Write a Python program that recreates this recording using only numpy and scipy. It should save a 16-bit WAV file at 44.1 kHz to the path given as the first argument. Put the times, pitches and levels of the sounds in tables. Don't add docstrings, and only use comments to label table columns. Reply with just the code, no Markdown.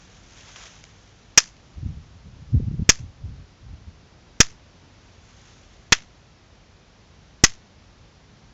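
import sys
import numpy as np
from scipy import signal
from scipy.fft import rfft, irfft, next_fast_len
from scipy.io import wavfile
from scipy.ndimage import map_coordinates

SR = 44100
rng = np.random.default_rng(int(sys.argv[2]) if len(sys.argv) > 2 else 0)


def bounce(signal):
    frames = np.transpose(np.atleast_2d(signal))
    limited = np.clip(frames, -1, 1)
    pcm = np.round(limited * 32767).astype(np.int16)
    wavfile.write(sys.argv[1], SR, pcm)


N = 376173


def sparks():
    # start_s, high_crackle_db, low_crackle_db, loud_part_s, kick, swing_back, share_new (0-1)
    spark_rows = [(1.3754, -3, -9, 0.015, -0.16, 0.018, 0.033),
                  (2.8915, -5.5, -10.5, 0.014, -0.64, 0.092, 0.17),
                  (4.4032, -6.5, -10, .015, -0.85, 0.11, 0.27), (5.9222, -10, -8, 0.013, -0.4, .05, 0.8),
                  (7.4379, -5, -9, 0.013, 0.93, -0.13, 1)]
    # pitch_hz, relative level_db (per Hz)
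    near_high = [(3500, -56.5), (4400, -14), (5150, 0.5), (5350, -3.5), (5900, 0.5), (6150, -2.5),
                 (6380, 1), (7000, -7), (7600, -7), (9000, -20)]
    near_low = [(150, -29.5), (450, -13.5), (900, -12), (1400, -3.5), (1550, -3.5), (1880, 2), (2200, -9),
                (2450, -1), (2950, -7), (3330, -3), (3800, -9), (4400, -6), (5500, -60)]
    # pitch_hz, relative level_db (per Hz)
    far_high = [(3200, -40.5), (4300, -8.5), (5000, -2.5), (6400, -2), (7600, -6.5), (9000, -20)]
    far_low = [(150, -29.5), (500, -14), (1200, -5), (2000, -2), (3300, -4), (4300, -7.5), (5500, -50)]
    out = np.zeros(N + SR)
    t = np.arange(SR // 2) / SR

    def draw_surroundings():
        parts = ((near_high, near_low), (far_high, far_low))
        return np.array([[noise(colour, size=len(t)) for colour in part] for part in parts])

    def jolt(at_s):
        return np.exp(-.5 * ((t - at_s) / 0.00063) ** 2)

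    place = draw_surroundings()
    posts = post_echoes(t)
    for start_s, high_db, low_db, loud_s, kick, swing, new in spark_rows:
        new = np.clip(new, 0, 1)
        scatter = np.sqrt(1 - new) * place + np.sqrt(new) * draw_surroundings()
        near = amp(high_db) * scatter[0, 0] + amp(low_db) * scatter[0, 1]
        far = amp(high_db - 4) * scatter[1, 0] + amp(low_db - 1.5) * scatter[1, 1]

        rise = 1 - np.exp(-t / 0.00038)
        stop = 1 / (1 + np.exp(np.clip((t - loud_s) / 0.002, -40, 40)))
        ground = 1 + amp(-1.0) * (t > .0028)
        body = ground * amp(-1.5 - 60 * t / 0.068) * stop
        early = amp(-10 - 60 * t / 0.091)
        meadow = amp(-25.0) * fading(far)
        snap = rise * (near * (body + early) + meadow) + posts * far

        push = kick * (jolt(0.00092) - 0.2 * jolt(0.0043) + 0.25 * jolt(0.0039))
        back = swing * amp(-60 * t / 0.22) * (1 - np.exp(-(t / 0.0025) ** 2))
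        out[round(start_s * SR):][:len(t)] += snap + push + back
    return out[:N]


def post_echoes(t):
    row_delays_s = [.0457, .066, .0835, .1003, .1143]
    nearest_s, nearest_db = .0288, -19
    row_db = -30.5 - 3.5 * np.arange(len(row_delays_s))
    stakes_s = rng.uniform(.04, .125, size=6)
    stakes_db = np.interp(stakes_s, row_delays_s, row_db) - 4
    delays_s = np.r_[nearest_s, row_delays_s, stakes_s]
    levels_db = np.r_[nearest_db, row_db, stakes_db]
    bumps = np.exp(-.5 * ((t - delays_s[:, None]) / .0006) ** 2)
    return amp(levels_db) @ bumps


def fading(x):
    # pitch_hz, fade_s
    fade_times = [(500, .12), (1500, 0.22), (3500, .24), (6000, 0.26)]
    hz, t, z = signal.stft(x, SR, nperseg=128)
    fade_s = along(fade_times, hz)[:, None]
    return signal.istft(z * amp(-60 * t / fade_s), SR, nperseg=128)[1][:len(x)]


def wind():
    # start_s, level_db, hold_s
    gust_rows = [(1.794, -37.5, 0.16), (2.1, -42, 0.012), (2.19, -43.5, .01), (2.298, -41.5, 0.087),
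                 (2.54, -31, 0.17), (2.802, -30.5, .02), (3.01, -39.5, 0.025), (3.265, -33, .02),
                 (3.672, -44, .07), (3.88, -45, 0.011)]
    # pitch_hz, relative level_db (per Hz)
    rumble_colour = [(12, -27), (20, -10), (70, 3.5), (144, -4), (276, -21.5), (412, -38.5), (536, -38.5),
                     (615, -47.5), (800, -48.5), (1040, -80.5), (1760, -120)]
    # centre_s, level_db (of the plain flutter at its peak), flutter_hz
    eddy_rows = [(1.784, -28, 64), (1.833, -26, 122), (1.862, -20.5, 89), (1.912, -30.5, 70),
                 (1.975, -35, 76), (2.534, -19, 98), (2.549, -8.5, 112), (2.573, -13.5, 74),
                 (2.602, -18.5, 209), (2.63, -23.5, 115), (2.679, -16, 103), (2.716, -24.5, 165),
                 (2.745, -20, 148), (2.798, -20.5, 178), (2.824, -18.5, 97), (3.008, -31, 118),
                 (3.04, -31.5, 77.5), (3.253, -27, 91), (3.739, -31, 70), (3.884, -33.5, 79)]
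    # pitch_hz, relative level_db (per Hz)
    puff_colour = [(60, -31.5), (150, 7.5), (240, 3.5), (350, -10), (480, -25), (750, -40), (1100, -81)]
    rise_db_per_s, fall_db_per_s = 260, 120
    half_length_cycles = 0.69

    gusts = swells([(*gust, rise_db_per_s, fall_db_per_s) for gust in gust_rows])
    lumps = amp(3.5 * wobble(30))
    out = gusts * unit(lumps * noise(rumble_colour))

    t = np.arange(-SR // 8, SR // 8) / SR
    turns = rng.uniform(0, 2 * np.pi, len(eddy_rows))
    for (centre_s, level_db, hz), turn in zip(eddy_rows, turns):
        shape = np.exp(-.5 * (t * hz / half_length_cycles) ** 2)
        phase = 2 * np.pi * hz * t + turn
        steep = 0.22 * shape ** 3 * np.sin(2 * phase)
        ragged = amp(-14) * shape * noise(puff_colour, size=len(t))
        packet = amp(level_db) * shape * (np.sin(phase) + (steep + ragged))
        out[round(centre_s * SR) - SR // 8:][:len(t)] += packet
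    return out


def grass():
    # start_s, level_db, hold_s, rise_db_per_s, fall_db_per_s
    brush_rows = [(0, -56.5, .3, 100, 7), (.37, -50, 0.15, 85, 59), (.6, -44.5, .06, 150, 196),
                  (.72, -54, 0.043, 100, 59.5), (5.43, -56.5, .05, 25.5, 21.5)]
    # start_s, level_db, fade_s (time to fall by 60 dB)
    tick_rows = [(.3748, -43, .012), (.4085, -44, .02), (.5605, -35, .04), (.659, -43, .02),
                 (.8094, -52, .015), (.84, -36, .012), (.8518, -43, .012), (1.567, -50, .012)]
    # pitch_hz, relative level_db (per Hz)
    stem_colour = [(300, -18), (500, -4), (900, -4), (1430, -0.5), (2640, -1.5), (3320, -0.5), (4370, -6),
                   (6400, 0.5), (7600, -7.5), (9000, -14.5)]
    grains = amp(0.88 * wobble(40) + 1.8 * wobble(300))
    hiss = swells(brush_rows) * unit(grains * noise(stem_colour))

    burst = np.zeros(N)
    t = np.arange(SR // 20) / SR
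    for start_s, level_db, fade_s in tick_rows:
        burst[round(start_s * SR):][:len(t)] += amp(level_db - 60 * t / fade_s)
    return hiss + burst * noise(stem_colour)


def air():
    # pitch_hz, relative level_db (per Hz)
    air_colour = [(12, -46), (20, -21), (42, 2), (75, -2.5), (101, 1), (123, -5.5), (154, -5), (316, -13),
                  (604, -16), (1240, -20), (1900, -22), (5800, -25.5), (6900, -30.5), (9000, -38)]
    level_db = -52 + .6 * wobble(1.1)
    return amp(level_db) * noise(air_colour)


def swells(rows):
    t = np.arange(N) / SR
    power = 0
    for start_s, level_db, hold_s, rise, fall in rows:
        before_s = np.clip(start_s - t, 0, None)
        after_s = np.clip(t - start_s - hold_s, 0, None)
        power = power + amp(level_db - rise * before_s - fall * after_s) ** 2
    return np.sqrt(power)


def noise(spectrum, size=N):
    return unit(filtered(rng.standard_normal(size), lambda hz: amp(along(spectrum, hz))))


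def wobble(rate):
    points = rng.standard_normal(int(N * rate / SR) + 4)
    return map_coordinates(points, [np.arange(N) * rate / SR])


def filtered(x, response):
    m = next_fast_len(x.shape[-1] + 8192)
    spectrum = rfft(x, m) * response(np.fft.rfftfreq(m, 1 / SR))
    return irfft(spectrum, m)[..., :x.shape[-1]]


def along(points, hz):
    f, v = np.transpose(points)
    return np.interp(np.log(hz + 1), np.log(f + 1), v)


def amp(db):
    return 10 ** (np.asarray(db) / 20)


def unit(x):
    return x / np.sqrt(np.mean(x ** 2) + 1e-20)


def clip(x, top, hardness):
    return x / (1 + np.abs(x / top) ** hardness) ** (1 / hardness)


def scene():
    return (sparks() + wind() + grass() + air())[None]


def record(dry):
    # pitch_hz, gain_db
    input_gain = [(20, 0.5), (7000, 0), (7500, -6), (7900, -21), (8300, -55), (8600, -89.5)]
    top_hz = 15800
    overloaded = clip(dry, top=.97, hardness=8)
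    stage = filtered(overloaded, lambda hz: amp(along(input_gain, hz)))
    full = clip(stage, top=1.0, hardness=20)
    return filtered(full, lambda hz: np.clip((top_hz - hz) / 400, 0, 1))


dry = scene()
out = record(dry)
bounce(out)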